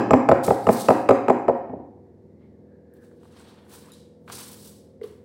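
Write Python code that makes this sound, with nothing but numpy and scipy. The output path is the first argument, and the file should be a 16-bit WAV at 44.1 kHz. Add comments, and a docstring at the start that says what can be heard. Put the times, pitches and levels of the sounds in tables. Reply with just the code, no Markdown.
"""A hard-walled kitchen, on one small microphone. A motor hums low under the room tone.
Nearby, sleeves and wrapping rustle in strokes, something squeaks faintly, and small things are touched
and set down. In front, a soft spatula is knocked eight times on the rim of a vessel, after the tail
of an earlier knock. Each blow lands twice, ringing vessel and worktop, with faint glass on top."""
import sys
import numpy as np
from scipy import signal
from scipy.io import wavfile

SR = 44100
rng = np.random.default_rng(int(sys.argv[2]) if len(sys.argv) > 2 else 0)


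def generate_wav(signal):
    """Clip the signal to [-1, 1] and save it as 16-bit WAV at the path in sys.argv[1]."""
    frames = np.transpose(np.atleast_2d(signal))
    scaled = np.clip(frames, -1, 1) * 32767
    pcm = np.round(scaled).astype(np.int16)
    wavfile.write(sys.argv[1], SR, pcm)


N = 231326
LEAD = round(.1 * SR)   # samples before time zero, so that a knock can already be ringing

# Modes of the worktop panel: pitch_hz, level_db
PANEL_MODES = [(225, -2), (255, 1), (320, 1.5), (362, 5), (420, 1.5)]
PANEL_CYCLES = 19   # to die by 60 dB
# Deep modes of the worktop: pitch_hz, level_db, t60_s
WORKTOP_MODES = [(76.7, -11, 0.28), (115.7, 2, 0.22), (130, 0, 1), (167, 2, 0.084)]


def from_db(db):
    return 10 ** (np.asarray(db) / 20)


def rms_one(x):
    return x / np.sqrt(np.mean(x ** 2) + 1e-20)


def at_hz(points, hz):
    """A curve's value at hz, on a log-frequency axis."""
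    points = np.array(points)
    return np.interp(np.log(hz), np.log(points[:, 0]), points[:, 1])


def butter(x, order, hz, kind="low"):
    return signal.sosfilt(signal.butter(order, hz, kind, fs=SR, output="sos"), x)


def drift(rate_hz):
    """Smooth random wander with a spread of 1."""
    step = 40
    r = np.exp(-2 * np.pi * step * rate_hz / SR)
    slow = signal.lfilter([1], [1, -2 * r, r * r], rng.standard_normal(N // step + 2002))[2000:]
    return np.interp(np.arange(N) / step, np.arange(len(slow)), rms_one(slow))


def bands(size):
    """Centres and noise of third-octave bands, equal in power per Hz."""
    edges = 22 * 2 ** (np.arange(30) / 3)
    white = rng.standard_normal((2, size))
    for k, (low, high) in enumerate(zip(edges, edges[1:])):
        yield np.sqrt(low * high), butter(white[k % 2], 2, [low, high], "band")


def swell(peak_s, rise_s, fall_db_per_s):
    """Envelope in dB, climbing 22.5 dB in rise_s, and the seconds since its peak."""
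    since = np.arange(N) / SR - peak_s
    shape_db = np.where(since < 0, 22.5 * since / max(rise_s, .002), -fall_db_per_s * since)
    return np.maximum(shape_db, -150), np.maximum(since, 0)


def clicks(times, db):
    """One impulse per contact, on a track that begins before time zero."""
    out = np.full(N + LEAD, 1e-18)
    out[np.round(np.asarray(times) * SR).astype(int) + LEAD] = from_db(db)
    return out


def damped(modes, cycles):
    """Modes that all die by 60 dB in the same number of cycles."""
    return [(hz, db, cycles / hz) for hz, db in modes]


def strike(times, db, modes, spread_db=3):
    """Each contact rings each mode with a strength of its own; neighbours start in opposite sense."""
    chance = rng.standard_normal((len(times), len(modes)))
    out = 0
    for k, (hz, level_db, t60) in enumerate(modes):
        r, w = from_db(-60 / (t60 * SR)), 2 * np.pi * hz / SR
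        force = (-1) ** k * clicks(times, db + level_db + spread_db * chance[:, k])
        out = out + signal.lfilter([0, np.sin(w)], [1, -2 * r * np.cos(w), r * r], force)
    return out


def burst(times, db, band_hz, t60_s):
    """Short dying noise at each contact."""
    fade = signal.lfilter([1], [1, -from_db(-60 / (t60_s * SR))], clicks(times, db))
    noise = butter(rng.standard_normal(len(fade)), 2, band_hz, "band")
    return fade * rms_one(noise)


def room_tone():
    """The steady, mostly low noise of the kitchen."""
    # Spectrum of the still room: frequency_hz, density_db
    colour = [(15, -80.5), (25, -34.5), (48, -31.5), (70, -7.5), (133, -5), (284, -4), (352, -8),
              (474, -8.5), (730, -18), (1320, -44.5), (1470, -36), (2210, -38.5), (2890, -59.5),
              (3490, -43.5), (15800, -58.5)]
    return from_db(-55.5) * rms_one(sum(noise * from_db(at_hz(colour, hz)) for hz, noise in bands(N)))


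def kitchen_reverb(x):
    """Dense reflections off hard walls build up within milliseconds and die band by band."""
    # Decay of the room: frequency_hz, t60_s
    decay = [(60, 0.3), (150, 0.65), (300, 0.67), (800, 0.8), (1300, 0.7), (2500, 0.69), (6000, 0.52),
             (14000, 0.34)]
    # Colour of the reflections: frequency_hz, level_db
    colour = [(60, -15.5), (150, -5), (300, 2), (600, -10), (930, 0), (1200, -11), (1700, 2.5), (2500, -3),
              (6000, 0), (14000, 2)]
    t = np.arange(SR) / SR
    tail = sum(noise * from_db(at_hz(colour, hz) - 60 * t / at_hz(decay, hz)) for hz, noise in bands(SR))
    tail *= 1 - np.exp(-t / .015)
    return signal.fftconvolve(x, tail / np.sqrt(np.sum(tail ** 2)))[:len(x)]


def early_echoes(x):
    """Nearby cupboards and walls throw back dull copies of the sound."""
    # First returns at the microphone: delay_s, level_db
    returns = [(.0045, -6.5), (0.0106, -8.5), (0.02, -16)]
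    dull = butter(x, 2, 940)
    return sum(from_db(db) * np.pad(dull, (round(lag * SR), 0))[:len(x)] for lag, db in returns)


def motor(shaft_hz=20.28):
    """A hum on multiples of a slowly wavering shaft rate, each breathing on its own."""
    # Harmonics of the shaft: multiple, level_db
    harmonics = [(1, -39), (2, -41.5), (3, -20), (4, 3.5), (5, 0), (6, -9), (7, -23.5), (8, 1), (9, -21.5),
                 (10, 4.5), (11, -2), (12, 3.5), (13, -14), (14, -2.5), (15, -17.5), (16, -4), (17, -3),
                 (18, -11.5), (19, 0), (20, -14.5), (21, -16), (22, -3), (23, -2.5), (24, 3), (25, -22.5),
                 (26, -4), (27, -22.5), (28, -12.5)]
    turn = 2 * np.pi * np.cumsum(shaft_hz * (1 + .002 * drift(.7))) / SR
    phases = rng.uniform(0, 2 * np.pi, len(harmonics))
    hum = sum(from_db(db + 2.4 * drift(1.4)) * np.sin(k * turn + phase)
              for (k, db), phase in zip(harmonics, phases))
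    return from_db(-50.5) * rms_one(hum)


def squeak():
    """Faint narrow noise whose centre glides from one swell to the next."""
    # Swells of the squeak: peak_s, level_db, pitch_hz
    swells = [(2.119, -76, 1800), (2.33, -84, 2020), (2.455, -73, 2150), (2.56, -78, 1750),
              (2.745, -68.5, 1655), (2.93, -73, 1700), (3.035, -62.5, 1660)]
    times, _, pitch_hz = np.transpose(swells)
    gain = sum(from_db(db + swell(s, rise_s=.18, fall_db_per_s=300.5)[0]) for s, db, _ in swells)
    phase = 2 * np.pi * np.cumsum(np.interp(np.arange(N) / SR, times, pitch_hz)) / SR
    return gain * (drift(170) * np.cos(phase) + drift(170) * np.sin(phase)) / np.sqrt(2)


def friction(colour, tilt_db_per_octave, grain_hz):
    """Coloured noise that clumps, all bands partly in step, tilted about 7 kHz."""
    out, together = 0, drift(grain_hz)
    for hz, noise in bands(N):
        if colour[0][0] <= hz <= colour[-1][0] * 1.05:
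            tilt_db = tilt_db_per_octave * np.log2(hz / 7000)
            clump_db = 2 * (together + .63 * drift(25))
            out = out + noise * from_db(at_hz(colour, hz) + tilt_db + clump_db)
    return rms_one(out)


def rustling():
    """Sleeves and wrapping rub nearby; strokes add in power and the loudest sets the brightness."""
    # Strokes of friction: peak_s, rise_s, crisp_db, dull_db, tilt_db_per_octave
    strokes = [(.436, 0.0077, -34.5, -73, 1.5), (0.466, 0.022, -44.5, -70, 1), (.728, 0.037, -35.5, -70, 6),
               (.8, 0.21, -36, -64, 0), (.884, .01, -40.5, -74, 3), (2.42, 0.053, -93.5, -71.5, -6.5),
               (2.951, 0.033, -76, -72, 7), (3.041, .07, -68, -68.5, 2.5), (3.25, 0.17, -68.5, -67, -0.5),
               (3.401, 0.16, -57, -55, -3.5), (3.49, 0.062, -61.5, -56, -4), (3.59, .08, -74, -58.5, 1),
               (3.735, 0.073, -47.5, -51.5, 2), (3.88, 0.21, -65, -57, -1.5), (3.93, 0.014, -54, -74, -3),
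               (4.281, 0.0083, -56.5, -48.5, 2.5), (4.322, 0.013, -36.5, -47, 0.5),
               (4.4, 0.094, -40.5, -52, 3), (4.519, 0.14, -46, -55.5, 4), (4.655, 0.1, -45.5, -61, 3),
               (5.015, .005, -68, -62, 0), (5.037, 0.0067, -57.5, -55, 4)]
    # Spectrum of the crisp rustle: frequency_hz, density_db
    crisp_colour = [(1470, -35), (2500, -12.5), (3010, -5), (3460, -2), (4260, 2), (5210, -1), (7040, 0),
                    (8470, 2), (11500, -5.5), (14800, -15.5), (15800, -6.5)]
    # Spectrum of the dull rub: frequency_hz, density_db
    dull_colour = [(350, -30), (600, -1), (1110, 4), (1340, -3), (1680, -2.5), (2020, -6.5), (3330, -7.5),
                   (4000, -9), (5200, -35.5), (8800, -120)]
    crisp_power, dull_power, weighted_tilt = 0, 0, 0
    for peak_s, rise_s, crisp_db, dull_db, tilt in strokes:
        shape_db, since = swell(peak_s, rise_s, fall_db_per_s=140.5)
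        power = from_db(2 * (crisp_db + shape_db))
        crisp_power += power
        dull_power += from_db(2 * (dull_db + shape_db))
        weighted_tilt += power * np.maximum(tilt - 28 * since, -9)   # a stroke loses treble as it fades
    crisp = np.sqrt(crisp_power) * friction(crisp_colour, weighted_tilt / crisp_power, grain_hz=54.74)
    crisp -= .44 * signal.lfilter(*signal.iirpeak(7000, 4.0, SR), crisp)   # a hollow in the treble
    return crisp + np.sqrt(dull_power) * friction(dull_colour, 0, grain_hz=40.5)


def finger_ticks():
    """Fingers and wrapping tick: brief noise, each around its own pitch."""
    # Small ticks: start_s, level_db, pitch_hz
    ticks = [(.4364, -43, 8950), (0.4651, -31, 9060), (2.9377, -60, 10900), (3.114, -56.5, 1067),
             (3.233, -55, 865), (3.254, -49, 840), (3.3408, -68, 5530), (3.364, -53, 850),
             (3.403, -52, 1246), (3.5, -55, 890), (3.665, -54, 950), (3.885, -48, 890),
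             (4.278, -38.5, 1200), (4.3, -35, 1100), (4.337, -49, 1000), (4.38, -50, 1670),
             (4.41, -46, 1132), (5.013, -53, 1168), (5.0336, -50, 3400)]
    return sum(burst([s], db, (hz / 1.3, hz * 1.4), t60_s=.03) for s, db, hz in ticks)


def hollow_object():
    """A hollow object is set down; its cavity takes a few cycles to speak."""
    # Contacts as it settles: start_s, level_db
    contacts = [(5.014, -26), (5.038, -25.5), (5.057, -44), (5.118, -47.5), (5.15, -41)]
    # Modes of the object: pitch_hz, level_db, t60_s
    modes = [(407.5, 4.5, 0.06), (473, 2.5, 0.06), (1170, -23.5, 0.068), (2050, -20, 0.021)]
    times, db = np.transpose(contacts)
    return butter(strike(times, db - 3, modes), 2, [330, 2400], "band")


def worktop_bumps():
    """Soft bumps ring the low modes of the worktop."""
    # Bumps: start_s, level_db
    bumps = [(4.286, -50), (4.335, -47), (4.401, -56)]
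    times, db = np.transpose(bumps)
    return strike(times, db, WORKTOP_MODES + damped(PANEL_MODES, PANEL_CYCLES))


def clink():
    """A small hard thing is touched and rings high and briefly."""
    # Contacts: start_s, level_db
    contacts = [(3.919, -42.5), (3.935, -47.5)]
    # Modes of the small thing: pitch_hz, level_db, t60_s
    modes = [(3800, 3.5, 0.049), (4030, -1, 0.07), (4930, -8.5, 0.06), (7070, -5, 0.052), (7400, -7, 0.071),
             (9400, -0.5, 0.031), (10740, 6, 0.014), (12600, 0, .012), (14300, -4, .012)]
    times, db = np.transpose(contacts)
    return strike(times, db - 8, modes)


def spatula():
    """Soft blows land and rebound on the rim; returns the knocks and the ring of glass apart."""
    # Blows: start_s, level_db, rebound_after_s, rebound_db, hardness_db, panel_offset_db
    blows = [(-.085, 0.5, 0.026, 0, 3, -10), (.109, -1, 0.026, 3.5, -0.5, -16),
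             (0.29, -0.5, 0.027, 0, 0, -15), (.481, -5.5, .026, 0, -5.5, -17.5),
             (.67, -7, 0.021, 0.5, 1, -12.5), (.887, -1, .019, -1, 0, -14.5),
             (1.091, -0.5, .018, 0.5, 0.5, -16), (1.284, -5.5, .016, 0, -1, -13),
             (1.483, -3.5, 0.013, -6.5, -7.5, -20)]
    # Last light touches on the rim: start_s, level_db
    touches = [(1.699, -26), (1.734, -19.5), (1.759, -36)]
    # Modes of the vessel's body: pitch_hz, level_db
    body_modes = [(470, -1.5), (545, 3.5), (615, 0.5), (678, 3), (740, 2.5), (800, 1), (915, -1),
                  (990, -3.5)]
    # Modes of the stiff rim: pitch_hz, level_db
    rim_modes = [(1185, 14.5), (1300, 12), (1600, 4.5), (1800, 5), (1920, 1), (2100, 0.5), (2520, 0.5)]
    # Thin ring of glass: pitch_hz, level_db, t60_s
    glass_modes = [(4010, -9, .03), (4800, -5, .025), (5220, -11, .04), (6870, -8, .035), (7540, -2, .045),
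                   (8140, -11, .04), (9500, -15, .03), (9680, -15, .035), (11950, -18, .03),
                   (12200, -17, .04), (15150, -19, .025), (15450, -19, .025)]
    vessel_cycles = 30   # damped by batter and hand
    first_s, first_db, gap_s, rebound_db, hardness_db, panel_db = np.transpose(blows)
    touch_s, touch_db = np.transpose(touches)

    # Contacts in order: first landings, less hard rebounds, light touches.
    times = np.r_[first_s, first_s + gap_s, touch_s] - .002   # the force leads the body's full sound
    level_db = np.r_[first_db, rebound_db, touch_db]
    hardness_db = np.r_[hardness_db, hardness_db - 4, np.full(len(touches), -24)]
    panel_db = np.r_[panel_db, panel_db, np.full(len(touches), -9.5)]
    rim_db = level_db + hardness_db
    glancing = np.arange(len(times)) >= len(blows)   # only first landings catch the edge squarely

    body = strike(times, level_db - 9.5, damped(body_modes, vessel_cycles))
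    panel = strike(times, level_db + panel_db, damped(PANEL_MODES, PANEL_CYCLES))
    rim = strike(times, rim_db - 22.5, damped(rim_modes, vessel_cycles))
    thud = strike(times, -23 - 6.5 * times ** 2, WORKTOP_MODES)   # weakens as the arm eases off
    crack = burst(times, rim_db - 26 - 11 * glancing, (2250, 2950), t60_s=.018)
    dull = butter(body + panel + rim + thud + crack, 4, 3000)   # silicone gives way: little treble

    treble_s = times + .001
    treble_db = rim_db + .6 * hardness_db   # harder contacts are brighter
    ring = strike(treble_s, treble_db - 35.5, glass_modes)
    fizz = burst(treble_s, treble_db - 50.5, (6400, 15800), t60_s=.069)   # dense high modes blur
    tick = burst(treble_s, treble_db - 33.5, (3300, 6100), t60_s=.018)
    return dull + fizz + tick, ring


def scene():
    """Direct sound and the kitchen's reflections at the microphone, over room tone and motor."""
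    knocks, ring = spatula()
    handling = finger_ticks() + hollow_object() + worktop_bumps() + clink()
    rubbing = np.pad(rustling() + squeak(), (LEAD, 0))
    direct = knocks + ring + handling + rubbing
    into_room = (from_db(-5.5) * knocks + from_db(-9.5) * ring   # the thin ring carries least
                 + from_db(-9) * handling + from_db(-8) * rubbing)
    action = direct + early_echoes(knocks) + kitchen_reverb(into_room)
    return (action[LEAD:] + room_tone() + motor())[None]


def record(dry):
    """The small microphone drops the deep bass, peaks meet a firm ceiling, the top is cut."""
    ceiling, top_hz = .93, 15900
    thin = butter(dry, 3, 60, "high")
    held = thin / (1 + np.abs(thin / ceiling) ** 6) ** (1 / 6)
    return signal.sosfilt(signal.ellip(12, .3, 70, top_hz, fs=SR, output="sos"), held)


dry = scene()
out = record(dry)
generate_wav(out)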